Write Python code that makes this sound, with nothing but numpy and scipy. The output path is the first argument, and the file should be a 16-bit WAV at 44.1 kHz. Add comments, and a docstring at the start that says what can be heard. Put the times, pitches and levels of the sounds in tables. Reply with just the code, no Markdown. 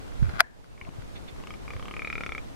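"""A ptarmigan on a windy mountainside gives a few dry ticks, a short run and then a long rattling croak.
Each tick is one pulse ringing four throat resonances, which shift as the beak opens.
Wind is shaped noise, with low swings puffing on the microphone ports; dry grass rustles as spiky noise.
Sparse noise grains and a few clicks, one of them hard, ring the modes of the camera housing.
Gain control ducks the whole mix after the knock, then lets it creep back."""
import sys
import numpy as np
from scipy import signal
from scipy.fft import rfft, irfft
from scipy.io import wavfile
from scipy.ndimage import uniform_filter1d

SR = 44100
rng = np.random.default_rng(int(sys.argv[2]) if len(sys.argv) > 2 else 0)


def transcribe(u):
    """Save the signal u as a 16-bit wav file named by the first command-line argument.

    u: samples, shape (n,) or (channels, n), limited to [-1, 1]; the rate is SR.
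    q: integer samples, one column per channel.
    """
    v = np.clip(np.atleast_2d(u).T, -1, 1)
    q = np.round(v * 32767).astype(np.int16)
    wavfile.write(sys.argv[1], SR, q)


N = 112454  # length in samples

# Wind and hiss colour, relative: hz, density_db (per Hz)
WIND_COLOUR = [(20, -3), (45, 2.5), (110, -7), (200, -8), (400, -11), (800, -16.5), (1500, -22),
               (3000, -26.5), (6000, -32), (10000, -37.5), (13000, -42.5), (15500, -50.5)]
# Strength of the wind over time: time_s, strength_db
WIND_STRENGTH = [(0, -1), (.15, -2), (.3, 2.5), (.5, -3.5), (.8, -2), (1.1, -2.5), (1.35, -2.5),
                 (1.6, -1.5), (1.75, 0), (1.95, -1.5), (2.25, -0.5), (2.55, -3)]
# How far each band follows the wind: hz, share
WIND_FOLLOW = [(60, 1.35), (500, 0.51), (2000, .8), (6000, 0.342), (15000, .2)]
AIR_DB = -44  # overall wind level, rms
GUST_DB, PATCH_DB = 1.27, 1.63  # rms wander of all bands together, and of patches, before the share

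# Clicks of the camera housing: start_s, level_db (before panning)
HOUSING_CLICKS = [(0.079, -41), (.229, -34.5), (0.255, -37.5), (0.2931, -31.5), (.339, -43), (0.3936, -22),
                  (0.4051, 4.5), (0.4126, -17), (.643, -37), (0.868, -43.5), (0.89, -55), (1.0207, -38.5)]
# Modes of the housing: pitch_hz, level_db (relative), ring_t60_s
HOUSING_MODES = [(635, -16.5, 0.028), (689, -13, .035), (889, -16, .028), (1010, -47, .22),
                 (1432, -0.5, 0.011), (1665, -6, 0.0082), (1740, -45, .15), (2097, -9.5, 0.0087),
                 (2374, -10.5, 0.017), (3380, -13, 0.0088), (4120, -21, 0.021), (4900, -14.5, .012),
                 (5420, -31, 0.0096), (6670, -27, 0.012), (10040, -25.5, 0.0081), (11440, -23, 0.0047)]
# Colour of the crack that starts each click, relative: hz, density_db (per Hz)
CRACK_COLOUR = [(100, -31.5), (400, -19.5), (700, -5), (1500, 2), (2500, -6), (2900, -16), (4700, -4),
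                (5600, -25), (11500, -11), (15000, -37)]
# Colour of the faint diffuse ring that follows, relative: hz, density_db (per Hz)
AFTER_RING_COLOUR = [(200, -23), (600, -12), (1000, -6), (1200, -17.5), (1700, 0.5), (2100, -10.5),
                     (3000, -25.5), (8000, -50.5)]
# Level of the grainy noise before the hard knock, a faint scrape, then a steep swell:
# time_s, level_db (before softening and panning)
GRAIN_LEVEL = [(.18, -60.5), (.23, -54.5), (.31, -46.5), (.325, -54.5), (.35, -44.5), (.39, -41),
               (.404, -6.5), (.41, -75)]
GRAINS_PER_S, GRAIN_TOP_HZ = 230, 3200  # mean rate on each side; the grains are duller above this
PORT_LAG_S = 0.00006  # clicks reach the left port this much later
CRACK_DB, CRACK_S = -13.5, 0.0026  # level, decay time constant
AFTER_DB, AFTER_T60 = -42.5, 0.38  # level, ring time in seconds
HOUSING_LOW_HZ, HOUSING_PAN_DB = 480, 3.5  # low cut; left over right

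# Puffs of wind on the ports: start_s, level_db (before the split), pitch_hz, rise_s, right_share (0-1)
WIND_PUFFS = [(.19, -23, 50.4, 0.022, .98), (0.223, -12, 121, 0.0036, 1), (0.235, -17, 58.6, 0.0039, 0.9),
              (0.25, -23, 96, 0.0092, .98), (0.284, -19.5, 74.6, 0.0051, 0.8), (.335, -29, 145, .004, 0.14),
              (0.82, -28, 71, 0.0022, 0.2), (0.887, -25.5, 179, 0.0017, 0.05),
              (.983, -26.5, 109, 0.0049, 0.2), (1.322, -35.5, 98, 0.0047, 0.5),
              (1.752, -29.5, 103, 0.0076, 0.64)]

# Pulses of the voice: start_s, low_db, main_db, third_db, top_db (relative resonance levels)
VOICE_PULSES = [(0.7776, -56.5, -53.0, -65, -80), (0.813, -47.5, -39, -46.5, -65),
                (0.85, -69, -54, -50, -71.0), (0.8914, -52, -83, -63.0, -72), (0.9367, -57, -65, -77, -74),
                (1.3621, -59, -63.0, -78, -73.0), (1.4013, -58.5, -57, -65.0, -76.0),
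                (1.4374, -49.5, -58, -57, -64), (1.4716, -46.5, -57, -51.5, -57),
                (1.5055, -44.5, -47, -49.5, -54), (1.539, -50, -49.5, -60, -57),
                (1.6791, -47, -44.5, -70, -64), (1.7048, -43.5, -42.0, -67, -61),
                (1.7352, -46.5, -46.0, -73, -59), (1.7651, -47.0, -53.5, -60, -67.0),
                (1.796, -45.5, -54, -57, -65), (1.8259, -44.5, -53, -50.5, -68),
                (1.8553, -44, -56, -52.5, -69.0), (1.8823, -44.5, -46, -49, -71),
                (1.9109, -41.5, -48.5, -49.5, -76), (1.9391, -42.5, -45, -58, -70),
                (1.9662, -42.5, -39.5, -65, -60), (1.9933, -45, -36.5, -64, -57),
                (2.02, -43.0, -35.0, -59, -73), (2.0472, -41.5, -33.5, -53.5, -74),
                (2.0732, -43.5, -33.5, -53, -66.0), (2.1009, -41.5, -33.0, -58, -57),
                (2.1278, -41.5, -33.5, -53, -53), (2.1544, -42, -34.0, -53.5, -63.0),
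                (2.18, -41.5, -36.0, -55, -64.0), (2.2077, -38.5, -36.5, -58, -70),
                (2.2353, -41, -38, -49.0, -52), (2.2632, -39.5, -38.0, -51.5, -53),
                (2.2921, -42.5, -40.5, -51, -65.0), (2.321, -42, -35.0, -50, -56),
                (2.3492, -40, -35.5, -54, -59), (2.3802, -44.5, -37, -57, -55.5)]
# Throat as the beak opens: time_s, low_hz, main_hz, third_hz, top_hz, ring_t60_s
THROAT_SHAPE = [(.81, 1130, 2345, 3100, 5170, 0.022), (.9, 930, 2130, 2630, 5100, 0.0039),
                (1.4, 980, 2160, 2700, 5200, .007), (1.5, 1253, 2380, 3240, 5570, 0.026),
                (1.7, 1177, 2390, 3700, 5030, 0.024), (1.85, 1200, 2280, 3260, 5000, 0.016),
                (1.96, 1245, 2493, 3360, 5160, 0.026), (2.07, 1310, 2480, 4100, 5400, 0.021),
                (2.21, 1385, 2380, 3780, 5640, 0.022), (2.38, 1295, 2380, 3700, 6100, 0.024)]
# The four resonances: ring_share (of the throat's), starting_flatness (share of pitch), trim_db
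THROAT_RESONANCES = [(1.1, 0.11, -2.5), (0.83, 0.16, 0), (0.62, 0.17, -1.5), (0.47, 0.098, -5)]
# Colour of the noisy snap that starts each pulse, relative: hz, density_db (per Hz)
SNAP_COLOUR = [(100, -20), (400, 7), (900, -6), (1750, -2), (2700, 1), (4000, -16), (4600, -17),
               (6500, -20), (10000, -27.5), (15000, -34)]
SETTLE_S, PULSE_RISE_S = 0.0014, 0.00036  # time constants of the slide up to pitch and of the rise
SNAP_DB, SNAP_S = -4, 0.0023  # level over the low resonance, decay time constant
PUSH_DB, PUSH_S = 9.5, 0.00026  # push of air: peak over the low resonance level, time to peak
PITCH_JITTER, RING_JITTER = 0.016, 0.08  # pulse-to-pulse spread, as shares
BIRD_PAN_DB = 1.6  # left over right
GROUND_DB, GROUND_T60 = -9.5, 0.05  # scatter level, decay in seconds

# Rustles in dry grass: start_s, length_s, level_db (before the swell), pitch_factor
GRASS_RUSTLES = [(.866, 0.029, -44.5, .29), (1.152, 0.039, -48.5, 1), (1.278, 0.028, -48, 0.99)]
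# Resonances of the stems, before the pitch factor: pitch_hz, width_hz, level_db (relative)
GRASS_STEMS = [(2230, 1000, 0.5), (3560, 240, 6), (4360, 360, -4)]

# Stereo widening in the recorder: hz, side_gain_db
SIDE_GAIN = [(50, 8), (150, 8.5), (400, 4.5), (800, 5.5), (1400, 4.5), (2600, 3), (15000, -2)]
LIMIT_DB, DUCK_SHARE = -10, 1  # threshold, share of the excess taken off
RECOVER_DB_PER_S, DUCK_HOLD_S, DUCK_ATTACK_S = 16, 0.069, 0.0023
EDGE_HZ = 15800  # upper band limit


def amp(db):
    """Turns decibels into gain."""
    return 10 ** (np.asarray(db) / 20)


def evened(x):
    """Scales to rms 1."""
    return x / np.sqrt(np.mean(x ** 2) + 1e-20)


def read(points, hz):
    """Reads a spectrum on a log-frequency axis."""
    f, value = np.transpose(points)
    return np.interp(np.log(hz + 1), np.log(f + 1), value)


def along(table, t):
    """Reads every column of a curve at time t."""
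    s, *columns = np.transpose(table)
    return [np.interp(t, s, c) for c in columns]


def add(mix, s, sound):
    """Mixes a sound in at time s."""
    part = mix[..., max(round(s * SR), 0):][..., :sound.shape[-1]]
    part += sound[..., :part.shape[-1]]


def seconds(size):
    """Gives a time axis of so many samples."""
    return np.arange(size) / SR


def ring_down(t, t60):
    """Exponential decay that falls 60 dB in t60 seconds."""
    return np.exp(-np.log(1000) * t / t60)


def hiss(spectrum, size):
    """Two unrelated noises of one colour, rms 1."""
    gain = amp(read(spectrum, np.fft.rfftfreq(size, 1 / SR)))
    white = rng.standard_normal((2, size))
    return evened(irfft(rfft(white) * gain, size))


def air():
    """Wind noise, unrelated at the two ports, each band following the gusts by its own share."""
    hop = 256
    frames, hz = N // hop + 5, np.fft.rfftfreq(1024, 1 / SR)
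    real, imag, patches = rng.standard_normal((3, 2, len(hz), frames))
    # Patches drift over both pitch and time; gusts move every band at once
    patches = uniform_filter1d(patches, size=12, axis=1)
    patches = evened(uniform_filter1d(patches, size=6, axis=2))
    gusts = evened(uniform_filter1d(rng.standard_normal((2, 1, frames)), size=6, axis=2))
    strength = along(WIND_STRENGTH, seconds(frames) * hop)[0]
    movement_db = strength + GUST_DB * gusts + PATCH_DB * patches
    field_db = read(WIND_COLOUR, hz)[:, None] + read(WIND_FOLLOW, hz)[:, None] * movement_db
    noise = signal.istft((real + 1j * imag) * amp(field_db), nperseg=1024, noverlap=768)[1]
    return amp(AIR_DB) * evened(noise[:, :N])


def housing_ring():
    """One blow to the camera body: ringing modes, a noisy crack and a faint diffuse after-ring."""
    t = seconds(size=10000)
    ring = np.zeros((2, len(t)))
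    for k, (hz, db, t60) in enumerate(HOUSING_MODES):
        sign = (-1) ** k  # neighbouring modes start in opposite directions
        ring += sign * amp(db) * ring_down(t, t60) * np.sin(2 * np.pi * hz * t)
    ring += amp(CRACK_DB) * hiss(CRACK_COLOUR, size=len(t)) * np.exp(-t / CRACK_S)
    ring += amp(AFTER_DB) * hiss(AFTER_RING_COLOUR, size=len(t)) * ring_down(t, AFTER_T60)
    low_cut = signal.butter(4, HOUSING_LOW_HZ, "high", fs=SR, output="sos")
    return signal.sosfilt(low_cut, ring)


def housing():
    """Sparse random grains and a few clicks, one of them hard, set the camera body ringing."""
    ring = housing_ring()
    grains = rng.standard_normal((2, N)) * (rng.random((2, N)) < GRAINS_PER_S / SR)
    grains = signal.lfilter(*signal.butter(1, GRAIN_TOP_HZ, fs=SR), evened(grains))
    grains *= amp(along(GRAIN_LEVEL, seconds(N))[0]) / np.linalg.norm(ring[0])
    out = signal.fftconvolve(grains, ring, axes=1)[:, :N]
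    for start, db in HOUSING_CLICKS:
        add(out[0], start + PORT_LAG_S, amp(db) * ring[0])
        add(out[1], start, amp(db) * ring[1])
    return out * amp([[HOUSING_PAN_DB / 2], [-HOUSING_PAN_DB / 2]])


def puffs():
    """Eddies push on the ports: low swings that swell and die."""
    out, t = np.zeros((2, N)), seconds(size=7000)
    for start, db, hz, rise, right in WIND_PUFFS:
        swell = t / rise * np.exp(1 - t / rise)
        swing = amp(db) * swell * np.sin(2 * np.pi * hz * t)
        add(out, start, np.outer([1 - right, right], swing))
    return out


def pulse(start, *levels_db):
    """A push of air and a noisy snap, with four throat resonances that slide up to pitch and ring out."""
    t = seconds(size=1764)
    low_db = levels_db[0]
    *pitches, ring = along(THROAT_SHAPE, start)
    chance = rng.standard_normal(5)
    pitches = pitches * (1 + PITCH_JITTER * chance[1:])
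    ring = ring * np.exp(RING_JITTER * chance[0])
    rise = 1 - np.exp(-t / PULSE_RISE_S)
    snap = evened(hiss(SNAP_COLOUR, size=len(t))[0] * rise * np.exp(-t / SNAP_S))
    out = amp(low_db + SNAP_DB) * snap
    # The 2 makes up for the halving of the whole pulse below
    out += amp(low_db + PUSH_DB) * 2 * t / PUSH_S * np.exp(1 - t / PUSH_S)
    signs = (1, -1, 1, -1)
    for hz, db, sign, (share, flat, trim_db) in zip(pitches, levels_db, signs, THROAT_RESONANCES):
        turns = np.cumsum(hz * (1 - flat * np.exp(-t / SETTLE_S))) / SR
        tone = rise * ring_down(t, ring * share) * np.sin(2 * np.pi * turns)
        out += sign * amp(db + trim_db) * evened(tone)
    return out / 2


def bird():
    """The train of pulses, a little to the left, with a faint decaying scatter from the slope."""
    voice, t = np.zeros(N), seconds(size=6000)
    for row in VOICE_PULSES:
        add(voice, row[0], pulse(*row))
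    scatter = rng.standard_normal((2, len(t))) * ring_down(t, GROUND_T60)
    scatter *= t > 0.003  # nothing comes back sooner than 3 ms
    scatter /= np.linalg.norm(scatter[0])
    echo = signal.fftconvolve(voice[None], scatter, axes=1)[:, :N]
    return voice * amp([[BIRD_PAN_DB / 2], [-BIRD_PAN_DB / 2]]) + amp(GROUND_DB) * echo


def rustles():
    """A dull scuff and two brief crackles of dry stems, made from spiky noise through resonances."""
    out, t = np.zeros((2, N)), seconds(size=4096)
    for start, length, db, pitch in GRASS_RUSTLES:
        hz = np.fft.rfftfreq(len(t), 1 / SR) / pitch
        colour = sum(amp(level) / (1 + (2 * (hz - f) / width) ** 2) for f, width, level in GRASS_STEMS)
        spiky = rng.standard_normal((2, len(t))) ** 3  # cubing makes the peaks stand out
        stems = evened(irfft(rfft(spiky) * colour))
        swell = np.sin(np.pi * np.minimum(t / length, 1) ** 0.64)
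        add(out, start, amp(db) * stems * swell)
    return out


def scene():
    """The bird and the grass, the wind and the camera."""
    return bird() + rustles() + air() + puffs() + housing()


def record(dry):
    """Stereo widening, gain control that ducks on peaks and creeps back, overload and a band limit."""
    mid, side = dry.mean(0), (dry[0] - dry[1]) / 2
    side = irfft(rfft(side) * amp(read(SIDE_GAIN, np.fft.rfftfreq(N, 1 / SR))), N)
    wide = np.array([mid + side, mid - side])
    # The running peak falls back at a steady rate in dB
    t = seconds(N)
    peak_db = 20 * np.log10(np.clip(abs(mid), 1e-6, 1))
    fall_db = t * RECOVER_DB_PER_S
    falling_peak_db = np.maximum.accumulate(peak_db + fall_db) - fall_db
    over_db = np.maximum(falling_peak_db - LIMIT_DB, 0)
    held_db = np.maximum(over_db, np.interp(t - DUCK_HOLD_S, t, over_db))
    smoothing = np.exp(-1 / (DUCK_ATTACK_S * SR))
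    duck_db = DUCK_SHARE * signal.lfilter([1 - smoothing], [1, -smoothing], held_db)
    clipped = np.clip(wide * amp(-duck_db), -1, 1)
    band_limit = signal.firwin(511, EDGE_HZ, window=("kaiser", 9), fs=SR)
    return signal.oaconvolve(clipped, band_limit[None], "same")


dry = scene()
out = record(dry)
transcribe(out)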